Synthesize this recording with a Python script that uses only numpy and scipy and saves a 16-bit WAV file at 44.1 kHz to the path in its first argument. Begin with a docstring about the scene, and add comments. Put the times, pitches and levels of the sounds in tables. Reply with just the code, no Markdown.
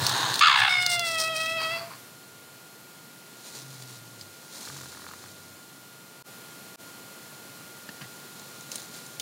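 """Two badgers fight in leaf litter at night, near a trail camera that hisses and whistles thinly.
First a hoarse snarl, air forced past a flapping throat, breaks into a rattling scream, while paws
thud on soil, crush leaves and snap twigs. The scream clears to a long whine that ends in rasps by
2 s. From 3.5 s come low, creaky growls. After 6 s the camera's sound cuts out twice. Last, paws
knock on fallen wood and rustle away over leaves and twigs."""
import sys
import numpy as np
from scipy import signal
from scipy.io import wavfile
from scipy.ndimage import uniform_filter1d

SR = 44100
rng = np.random.default_rng(int(sys.argv[2]) if len(sys.argv) > 2 else 0)


def to_wav(sig):
    """Store sig (one row per channel, or 1-D mono) as 16-bit WAV at the path in sys.argv[1].

    Samples outside -1..1 are clipped; the rate is SR.
    """
    pcm = np.clip(np.atleast_2d(sig), -1, 1) * 32767
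    pcm = np.round(pcm).astype(np.int16)
    wavfile.write(sys.argv[1], SR, pcm.T)  # frames by channels


N = 406161
T = np.arange(N) / SR
SCREAM_S, WHINE_S, CRY_END_S = .408, .69, 1.9  # the scream starts, turns to a whine, and stops
CLOSING_S = .15  # how long the mouth takes to close at the end of the whine


# The scream's tune. Each row: time in seconds, pitch in Hz.
SCREAM_TUNE = [(.408, 1132), (.435, 1302), (.458, 1345), (.52, 1060), (.61, 826), (.69, 730)]
# How the throat shapes the scream. Each row: frequency in Hz, boost or cut in dB.
SCREAM_TONE = [(100, -47), (450, -36), (620, -15), (780, -3), (1000, 1), (1270, 7.5), (1520, 3.5),
               (1720, 7.5), (1950, -3.5), (2150, 5), (2380, -5.5), (2700, 4.5), (3000, -2.5), (3450, 4.5),
               (4050, -2.5), (4900, -6.5), (5600, -29), (6700, -15.5), (11000, -56)]

def scream(start_db=-17, hold_s=.064, sag_db_per_s=18, release_s=.0079, swoop=.14, jitter=.165):
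    """Shrill vocal folds grow rough as a rattle chops them into bursts, each swooping up in pitch."""
    t = np.arange(SCREAM_S, WHINE_S + release_s / 2, 1 / SR)
    age = t - SCREAM_S
    hz = follow(SCREAM_TUNE, t)[0]
    opening = rattle(t)
    rough = np.interp(age, [0, .12], [.23, .494])  # the share of breath in the voice
    effort_db = start_db - sag_db_per_s * np.maximum(age - hold_s, 0)
    bend = 1 + swoop * (opening - .7) + jitter * rough * wander(t, 900) + .01995 * wander(t, 89.74)
    cycles = np.cumsum(hz * bend) / SR
    # no two cycles are alike, which smears the overtones
    folds = sum(np.cos(2 * np.pi * k * cycles + min(k - 1, 2) * wander(t, 1800)) for k in range(1, 9))
    breath = evened((.64 + np.exp(-(cycles % 1) / .67)) * rng.standard_normal(len(t)))
    chop = (.64 + opening) * gain_of(1.2 * wander(t, 223.4))
    voice = colour(((1 - rough) * evened(folds) + rough * breath) * chop, SCREAM_TONE)
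    # the treble brightens with effort and at the height of each burst
    body = low_pass(voice, hz=4200, order=6)
    treble = (voice - body) * gain_of(2.8 * (effort_db - effort_db.mean())) * (.5 + .5 * opening)
    release = np.minimum((t[-1] - t) / release_s, 1)
    return t[0], gain_of(effort_db) * evened(body + treble) * release * fade(t, .0012)


def rattle(t, fast_per_s=85, slow_per_s=66.2, slows_at_s=.48):
    """How far the throat stands open, 0 to 1. It flaps a little unevenly, fast and then slower."""
    fast_flaps = fast_per_s * (np.minimum(t, slows_at_s) - SCREAM_S)
    slow_flaps = slow_per_s * np.maximum(t - slows_at_s, 0)
    flaps = fast_flaps + slow_flaps + .045 * wander(t, 70.4)
    return np.sin(np.pi * (flaps % 1) ** .75) ** 2


# The whine's tune. Each row: time in seconds, pitch in Hz.
WHINE_TUNE = [(0.7, 727), (0.706, 733), (0.858, 718.7), (1.202, 643.5), (1.308, 654), (1.358, 628),
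              (1.406, 644), (1.568, 654.5), (1.578, 641.3), (1.7, 649.5), (1.72, 669), (1.89, 676)]
# How the throat shapes the whine's overtones. Each row: frequency in Hz, boost or cut in dB.
WHINE_TONE = [(1250, 3), (1450, -9), (1950, 0), (2080, 0), (2180, 1), (3200, 0.5), (3600, -6.5), (3950, -9),
              (4500, -20), (4950, -10), (5150, -11.5), (5350, -13), (5800, -29), (9000, -28)]

def whine(sag_db_per_s=2.75, strain_s=.2, push_s=.23, shimmer_db=1.6, fray=.035):
    """The vocal folds settle into a clear cry as the strain of the scream wears off."""
    t = np.arange(WHINE_S, CRY_END_S, 1 / SR)
    age = t - WHINE_S
    hz = follow(WHINE_TUNE, t)[0]
    strain = .066 + .62 * np.exp(-(age / strain_s) ** 2)
    bend = 1 + .0039 * (1 + 3 * strain) * wander(t, 500) + .0033 * wander(t, 43.8)
    cycles = np.cumsum(hz * bend) / SR
    sag_db = sag_db_per_s * age
    push_db = 8 * np.exp(-(age / push_s) ** 2)  # the scream's push lingers in the overtones
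    # as the mouth closes, the overtones fade fast and the base note slowly
    closing_s = np.maximum(t - CRY_END_S + CLOSING_S, 0)
    base_db = -36.5 - sag_db - 5 * strain - 43 * closing_s
    overtone_db = -33 - sag_db + push_db - 260 * closing_s
    fourth_db = -33.5 - sag_db - 9 * strain - 260 * closing_s
    # harmonics 2 and 3 share the overtone level between them
    second, third = (gain_of(db_at(WHINE_TONE, k * hz)) for k in (2, 3))
    overtone_db -= 20 * np.log10(np.hypot(second, third))
    # harmonic 4 flutters more once the pitch has sunk
    flutter_db = 6 * np.interp(t, [1.1, 1.2], [.15, 1])
    fourth_db += flutter_db * np.minimum(wander(t, 95.5), .8)
    voice = np.zeros(len(t))
    for k in range(1, 14):
        db = {1: base_db, 4: fourth_db}.get(k, overtone_db + db_at(WHINE_TONE, k * hz))
        hoarse = 1 + .27 * strain * wander(t, 450)
        blur = fray * max(k - 5, 0) * wander(t, 700)  # only the top overtones fray
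        level = np.sqrt(2) * gain_of(db + shimmer_db * wander(t, 40.7)) * hoarse
        voice += level * np.cos(2 * np.pi * (k * cycles + blur + rng.random()))
    breath = colour(rng.standard_normal(len(t)) * (1 + np.cos(2 * np.pi * cycles)), SCREAM_TONE)
    voice += breath * gain_of(overtone_db - 28 + 37.2 * strain)
    chop = 1 + strain * (rattle(t) - .5)
    return t[0], voice * chop * fade(t, .005)


# The snarl's one swell. Its row: peak time in seconds, level in dB, rise and fall in seconds.
SNARL_SWELL = [(.21, -27, 0.45, 0.31)]
# How the throat shapes the snarl. Each row: frequency in Hz, boost or cut in dB.
SNARL_TONE = [(100, -36), (300, -8.5), (600, -10), (850, 2.5), (1100, 3.5), (1250, -4.5), (1680, 2),
              (2200, -13), (3100, -7), (3750, 1), (4300, -1.5), (5400, -24), (6500, -6.5), (9000, -32)]

def snarl():
    """Hoarse breath through a half-open mouth, up to the start of the scream."""
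    return 0, hoarse_breath(SNARL_SWELL, SNARL_TONE, flutter_hz=104.8, depth=1.8, until_s=SCREAM_S)


# Rasps in the throat. Each row: peak time in seconds, level in dB, rise and fall in seconds.
RASP_SWELLS = [(1.618, -34, 0.049, .08), (1.76, -37.5, 0.11, 0.18), (1.925, -42, 0.037, 0.061)]
# How the throat shapes the rasps. Each row: frequency in Hz, boost or cut in dB.
RASP_TONE = [(100, -28), (600, -12.5), (1100, 0), (1800, -8), (2500, -5), (3700, -19), (4600, 5.5),
             (5400, -17), (9000, -22)]

def rasp(shut_treble_db=-9):
    """Hoarse breath as the whine gives out; it gets duller as the mouth closes."""
    breath = hoarse_breath(RASP_SWELLS, RASP_TONE, flutter_hz=114.7, depth=2.9, until_s=2)
    body = low_pass(breath, hz=2600, order=3)
    shut = np.clip((T[:len(breath)] - CRY_END_S + CLOSING_S) / CLOSING_S, 0, 1)
    return 0, body + (breath - body) * gain_of(shut_treble_db * shut)


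def hoarse_breath(rows, tone, flutter_hz, depth, until_s):
    """Air forced past unevenly flapping tissue comes out in quick puffs."""
    t = T[T < until_s]
    flaps = np.cumsum(flutter_hz * (1 + .28 * wander(t, 120))) / SR
    puffs = (1 + depth * np.exp(-(flaps % 1) / .45)) * rng.standard_normal(len(t))
    return swells(rows)[:len(t)] * colour(puffs, tone) * fade(t, .0036)


# Low growls, one list for each. Each row: time in seconds, pitch in Hz, level in dB.
GROWL_TUNES = [
    [(3.54, 118.4, -59), (3.65, 131.7, -49.5), (3.88, 128.3, -50), (4.02, 118.6, -55), (4.14, 115.6, -55.5),
     (4.26, 101, -57), (4.34, 104, -61)],
    [(4.66, 108, -56), (4.75, 140, -50), (4.82, 129.4, -50), (4.9, 135, -53)],
    [(4.67, 92, -60), (4.95, 82.3, -67), (5.12, 90.6, -64), (5.27, 98, -58), (5.45, 94, -63),
     (5.58, 92, -63)],
]

def growl(rows, octave_db=-18):
    """With the mouth closed, little gets out but a wavering low note and its faint octave."""
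    t = np.arange(rows[0][0], rows[-1][0], 1 / SR)
    hz, db = follow(rows, t)
    phase = 2 * np.pi * np.cumsum(hz * (1 + .032 * wander(t, 57.7))) / SR
    note = evened(np.sin(phase) + gain_of(octave_db) * np.sin(2 * phase))
    return t[0], note * gain_of(db + 1.6 * wander(t, 39.3)) * fade(t, .02)


# Creaks over the growls. Each row: start and length in seconds, pulses per second, level in dB.
THROAT_CREAKS = [(4.675, .045, 40, -46.5), (4.765, .1, 43, -51), (4.926, .22, 42.8, -50),
                 (5.24, .04, 48, -52)]
# How the throat shapes a creak. Each row: frequency in Hz, boost or cut in dB.
CREAK_TONE = [(50, -50), (300, -16), (700, -10), (1100, 0), (1650, -3.5), (2050, -11), (4000, -28)]

def creak(start, length, per_s, db):
    """The vocal folds snap slowly; each snap rings the throat, with a small puff behind it."""
    t = np.arange(0, length, 1 / SR)
    clicks = pulses(np.full(len(t), per_s)) * gain_of(2 * np.tanh(wander(t, 43)))
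    puffs = .08 * linger(clicks, seconds=.004) * rng.standard_normal(len(t))
    return start, gain_of(db) * colour(clicks + puffs, CREAK_TONE)


# Paws in the leaves, near and far. Each row: peak time in seconds, level in dB, fall in seconds.
NEAR_PAWS = [(.035, -36, 0.22), (.16, -42, 0.11), (.345, -47, .06), (.395, -40, .03), (.58, -40, 0.096),
             (.7, -41, 0.045), (.827, -38, 0.029), (.922, -29, 0.058), (1.07, -35.5, 0.17),
             (1.205, -30, 0.089), (1.37, -37, 0.16), (1.5, -43, 0.081), (1.625, -44.5, .2)]
FAR_PAWS = [(3.455, -46, 0.21), (3.565, -42.5, 0.083), (3.72, -49, 0.077), (3.825, -50, .04),
            (3.905, -45.5, 0.06), (3.955, -49.5, 0.066), (4.21, -50, .05), (4.58, -46.5, 0.12),
            (8.73, -41.5, 0.17), (8.95, -44.5, .1), (9.065, -53, .06)]
# Bodies brushing past. Each row: peak time in seconds, level in dB, rise and fall in seconds.
NEAR_BODIES = [(.3, -42.5, 1.5, 1.53)]
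FAR_BODIES = [(3.6, -51, .45, 0.92), (4.58, -43.5, 0.097, 0.49), (4.9, -48.5, 1.02, 0.94),
              (8.75, -52, 1.5, 1.3)]
# The tone of the leaves. Each row: frequency in Hz, boost or cut in dB.
NEAR_LEAF_TONE = [(60, -34), (300, -17), (1000, -8), (3000, -12.5), (4200, 5), (5600, 3.5), (6300, -4.5),
                  (7300, -5), (8400, 1), (9500, -2), (10500, -13), (12500, -20), (15000, -9), (16000, -11)]
FAR_LEAF_TONE = [(60, -51), (200, 3), (800, -3.5), (2800, -8), (4100, 2), (5000, -1.5), (6200, -1),
                 (7200, 0), (8200, -7), (9400, -1.5), (11000, -13), (15000, -10), (16000, -26)]

def leaves(paws, bodies, tone, press_s, trim_db, cracks_per_s, spread_db, clump_db, brush):
    """Dry leaves break in clumps of tiny cracks over a soft brushing; trim_db shifts every level."""
    level = swells([(s, db, press_s, fall_s) for s, db, fall_s in paws] + list(bodies))
    sizes = gain_of(spread_db * np.minimum(rng.exponential(1, N), 4))
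    cracks = sizes * (rng.random(N) < cracks_per_s / SR)
    ringing = np.sqrt(linger(cracks ** 2, seconds=.00098))
    crackle = (evened(ringing) + brush) * rng.standard_normal(N)
    clumps = gain_of(clump_db * wander(T, 90))
    return 0, gain_of(trim_db) * level * colour(crackle * clumps, tone)


# Twigs snapping. Each row: start in seconds, level in dB before the trim, ring in Hz,
# seconds to fade by 60 dB.
TWIG_SNAPS = [(0.0657, -12, 4700, 0.024), (0.0943, -18, 3910, 0.02), (0.341, -16, 4130, 0.011),
              (0.356, -20, 3630, 0.023), (0.393, -14.5, 3600, 0.023), (0.824, -21, 3590, 0.013),
              (0.8636, -10, 4260, 0.012), (0.9158, -20, 3470, 0.013), (0.9945, -16.5, 4560, 0.012),
              (1.0877, -29, 4810, 0.016), (1.2007, -20, 5450, 0.016), (1.3643, -27, 4900, 0.011),
              (1.414, -28, 3870, 0.018), (1.4596, -27, 3890, 0.011), (3.823, -32.5, 4050, 0.0093),
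              (4.2117, -31.5, 4530, 0.0099), (4.652, -34.5, 4680, 0.016), (4.7701, -38, 7200, 0.01),
              (8.396, -39, 6590, 0.016), (8.6086, -36.5, 7060, 0.014), (8.717, -25.5, 6520, 0.01),
              (8.757, -23, 9460, 0.017), (8.782, -32, 4100, 0.014), (9.0634, -35.5, 7190, 0.016),
              (9.1977, -21.5, 3560, 0.022)]
# The tone all twigs share. Each row: frequency in Hz, boost or cut in dB.
TWIG_TONE = [(60, -30), (500, -16.5), (2600, -7.5), (4000, 1), (6500, 1), (8200, -5), (9500, -2),
             (12000, -19), (15000, -9), (16000, -1.5)]

def twig(start, db, ring_hz, decay_s, trim_db=-2, ring_db=9):
    """A twig breaks with a bright snap and a broad ring of its own."""
    hz = np.geomspace(50, 16000, num=80)
    ring = ring_db * np.exp(-(np.log(hz / ring_hz) / .16) ** 2)
    tone = np.c_[hz, db_at(TWIG_TONE, hz) + ring]
    return start, crack(db + trim_db, decay_s, tone, tail_db=-16)


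# Paws on fallen wood. Each row: start in seconds, level in dB, seconds to fade by 60 dB.
WOOD_KNOCKS = [(7.89, -33.5, 0.029), (8.011, -40, .04), (8.017, -38.5, 0.097), (8.043, -45, .03)]
# The tone of the wood. Each row: frequency in Hz, boost or cut in dB.
WOOD_TONE = [(30, -37), (60, -14), (130, 14.5), (350, -4.5), (1000, -5), (1350, -5), (1800, 5), (2300, -9),
             (2750, 0), (3400, -9), (5000, -6), (8000, -23), (15000, -30)]

def knock(start, db, decay_s):
    """A paw strikes fallen wood with a low, short knock."""
    return start, crack(db, decay_s, WOOD_TONE, tail_db=-22)


def crack(db, decay_s, tone, tail_db):
    """A quickly dying burst of noise, with a faint tail scattered by the ground."""
    t = np.arange(SR // 8) / SR
    envelope = gain_of(-60 * t / decay_s) + gain_of(tail_db - 60 * t / .091)
    burst = colour(envelope * rng.standard_normal(len(t)), tone)
    loudest = np.sqrt(uniform_filter1d(burst ** 2, size=66).max())
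    return gain_of(db) * burst / loudest


# Heavy thuds on the soil. Each row: peak time in seconds, level in dB.
SOIL_THUDS = [(.025, -30.5), (.115, -38), (.24, -44), (.32, -43), (.497, -46.5), (.615, -42), (.808, -45),
              (1.0, -48)]
# Lighter trampling. Each row: peak time in seconds, level in dB, rise and fall in seconds.
SOIL_TRAMPLING = [(.75, -52, 1.3, 1.1), (1.68, -52.5, 0.6, 0.47)]
# The tone of the soil. Each row: frequency in Hz, boost or cut in dB.
SOIL_TONE = [(25, -62), (45, -48), (65, -23), (95, -8.5), (125, 5.5), (170, -10.5), (260, -23), (600, -17),
             (1500, -36)]

def scuffle(pushes_per_s=70, rise_s=.05, fall_s=.062):
    """Bodies and paws give the soft soil dull, uneven pushes."""
    level = swells([(s, db, rise_s, fall_s) for s, db in SOIL_THUDS] + list(SOIL_TRAMPLING))
    pushes = pulses(pushes_per_s * np.exp(.69 * wander(T, 80))) * rng.choice([-1, 1], N)
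    return 0, level * colour(pushes, SOIL_TONE)


def tree_echo(sound, echo_db=-22, decay_s=.55):
    """Adds the faint, short echo that tree trunks scatter back."""
    t = np.arange(SR // 2) / SR
    bounces = rng.standard_normal(len(t)) * (rng.random(len(t)) < .04) * (t > .012)
    bounces *= gain_of(-60 * t / decay_s)
    return sound + gain_of(echo_db) * signal.oaconvolve(sound, bounces / np.linalg.norm(bounces))[:N]


# The camera's whistle. Each row: harmonic number, level in dB compared with the hiss.
WHISTLE_HARMONICS = [(1, -8.5), (3, -17.5), (5, -19.5), (7, -23), (9, -29), (11, -26)]

def whistle(hz=1412.5):
    """The camera's thin, steady note, made of odd harmonics."""
    return sum(np.sqrt(2) * gain_of(db) * np.sin(2 * np.pi * k * hz * T) for k, db in WHISTLE_HARMONICS)


# The tone of the hiss and of the churned litter. Each row: frequency in Hz, boost or cut in dB.
HISS_TONE = [(25, -69), (50, -47), (80, -18), (130, -1), (269, -4.5), (382, -6), (680, -9), (1240, -11),
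             (1700, -13), (3400, -14), (4340, -14), (5720, -15.5), (12800, -17), (16000, -20.5)]

def background(hiss_db=-49.5, step_db=3, churn_db=-40, churn_end_s=2.18, dip_db=-14, return_s=.72):
    """Camera hiss and whistle, and a dull wash of churned litter; all dip under the scream."""
    hiss_level = gain_of(hiss_db + step_db * (T > CUT_OUTS[0]))  # louder after the first cut-out
    churn_level = gain_of(churn_db - 5 * T) * np.clip((churn_end_s - T) / .18, 0, 1)
    noise = np.hypot(hiss_level, churn_level) * colour(rng.standard_normal(N), HISS_TONE)
    dip = gain_of(dip_db * (T > SCREAM_S) * np.clip(1 - (T - SCREAM_S) / return_s, 0, 1))
    return dip * (noise + hiss_level * whistle())


# When the camera's sound cuts out. Each entry: start in seconds.
CUT_OUTS = [6.225, 6.759]

def cut_outs(return_s=.036, muted_db=-33):
    """The camera's volume, which twice drops at once and quickly fades back in."""
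    shut = sum((T >= s) * np.exp(-(abs(T - s) / return_s) ** 3) for s in CUT_OUTS)
    return 1 - shut * (1 - gain_of(muted_db))


def gain_of(db):
    """Turns decibels into a number to multiply by."""
    return 10 ** (np.asarray(db) / 20)


def evened(x):
    """Scales a signal to an average (rms) level of 1."""
    return x / np.sqrt(np.mean(x ** 2) + 1e-20)


def db_at(tone, hz):
    """A tone table's boost or cut at the given frequencies."""
    table_hz, db = np.transpose(tone)
    return np.interp(np.log(hz + 1), np.log(table_hz + 1), db)


def colour(x, tone, size=4096):
    """Filters a sound by a tone table, with no ringing ahead of it, and evens it to level 1."""
    log_gain = np.log(gain_of(db_at(tone, abs(np.fft.fftfreq(size, 1 / SR)))))
    taps = np.fft.ifft(np.exp(np.conj(signal.hilbert(log_gain)))).real[:size // 2]
    return evened(signal.oaconvolve(x, taps)[:len(x)])


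def low_pass(x, hz, order):
    """Keeps the part of a sound below hz."""
    return signal.sosfiltfilt(signal.butter(order, hz, fs=SR, output="sos"), x)


def linger(clicks, seconds):
    """Gives each click a dying tail."""
    return signal.lfilter([1], [1, -np.exp(-1 / (seconds * SR))], clicks)


def follow(rows, t):
    """Joins timed rows with straight lines, giving one curve for each value column."""
    times, *columns = np.transpose(rows)
    return [np.interp(t, times, column) for column in columns]


def fade(t, seconds):
    """A short fade in and fade out."""
    return np.clip(np.minimum(t - t[0], t[-1] - t) / seconds, 0, 1)


def wander(t, per_s):
    """A random wobble of level 1 that heads for a new value per_s times a second."""
    knots = np.arange(t[0], t[-1] + 2 / per_s, 1 / per_s)
    return evened(np.interp(t, knots, rng.standard_normal(len(knots))))


def pulses(per_s):
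    """Clicks at a rate that may change over time."""
    return np.diff(np.floor(np.cumsum(per_s) / SR), prepend=-1)


def swells(rows):
    """Overlapping humps of loudness, each 20 dB down one rise before its peak and one fall after."""
    power = np.zeros(N)
    for peak_s, db, rise_s, fall_s in rows:
        distance = (T - peak_s) / np.where(T < peak_s, rise_s, fall_s)
        power += gain_of(db - 20 * np.minimum(distance ** 2, 10)) ** 2
    return np.sqrt(power)


def scene():
    """Lays each voice and footfall in at its start time, then adds the echo and the background."""
    sounds = [snarl(), scream(), whine(), rasp(), scuffle()]
    sounds += [growl(rows) for rows in GROWL_TUNES]
    sounds += [creak(*row) for row in THROAT_CREAKS]
    sounds += [leaves(NEAR_PAWS, NEAR_BODIES, NEAR_LEAF_TONE, press_s=.037, trim_db=1.5,
                      cracks_per_s=1700, spread_db=5, clump_db=1.25, brush=.64)]
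    sounds += [leaves(FAR_PAWS, FAR_BODIES, FAR_LEAF_TONE, press_s=.039, trim_db=-.5,
                      cracks_per_s=700, spread_db=2.5, clump_db=.8, brush=.89)]
    sounds += [twig(*row) for row in TWIG_SNAPS]
    sounds += [knock(*row) for row in WOOD_KNOCKS]
    mix = np.zeros(N)
    for start, sound in sounds:
        part = mix[round(start * SR):][:len(sound)]
        part += sound[:len(part)]
    return (tree_echo(mix) + background())[None]


def record(dry, top_hz=15850):
    """The camera cuts out twice, rounds off the loudest peaks and drops the highest treble."""
    rounded = np.tanh(dry * cut_outs())
    treble_cut = signal.firwin(511, top_hz, window=("kaiser", 9), fs=SR)
    return signal.oaconvolve(rounded, treble_cut[None], "same")


dry = scene()
out = record(dry)
to_wav(out)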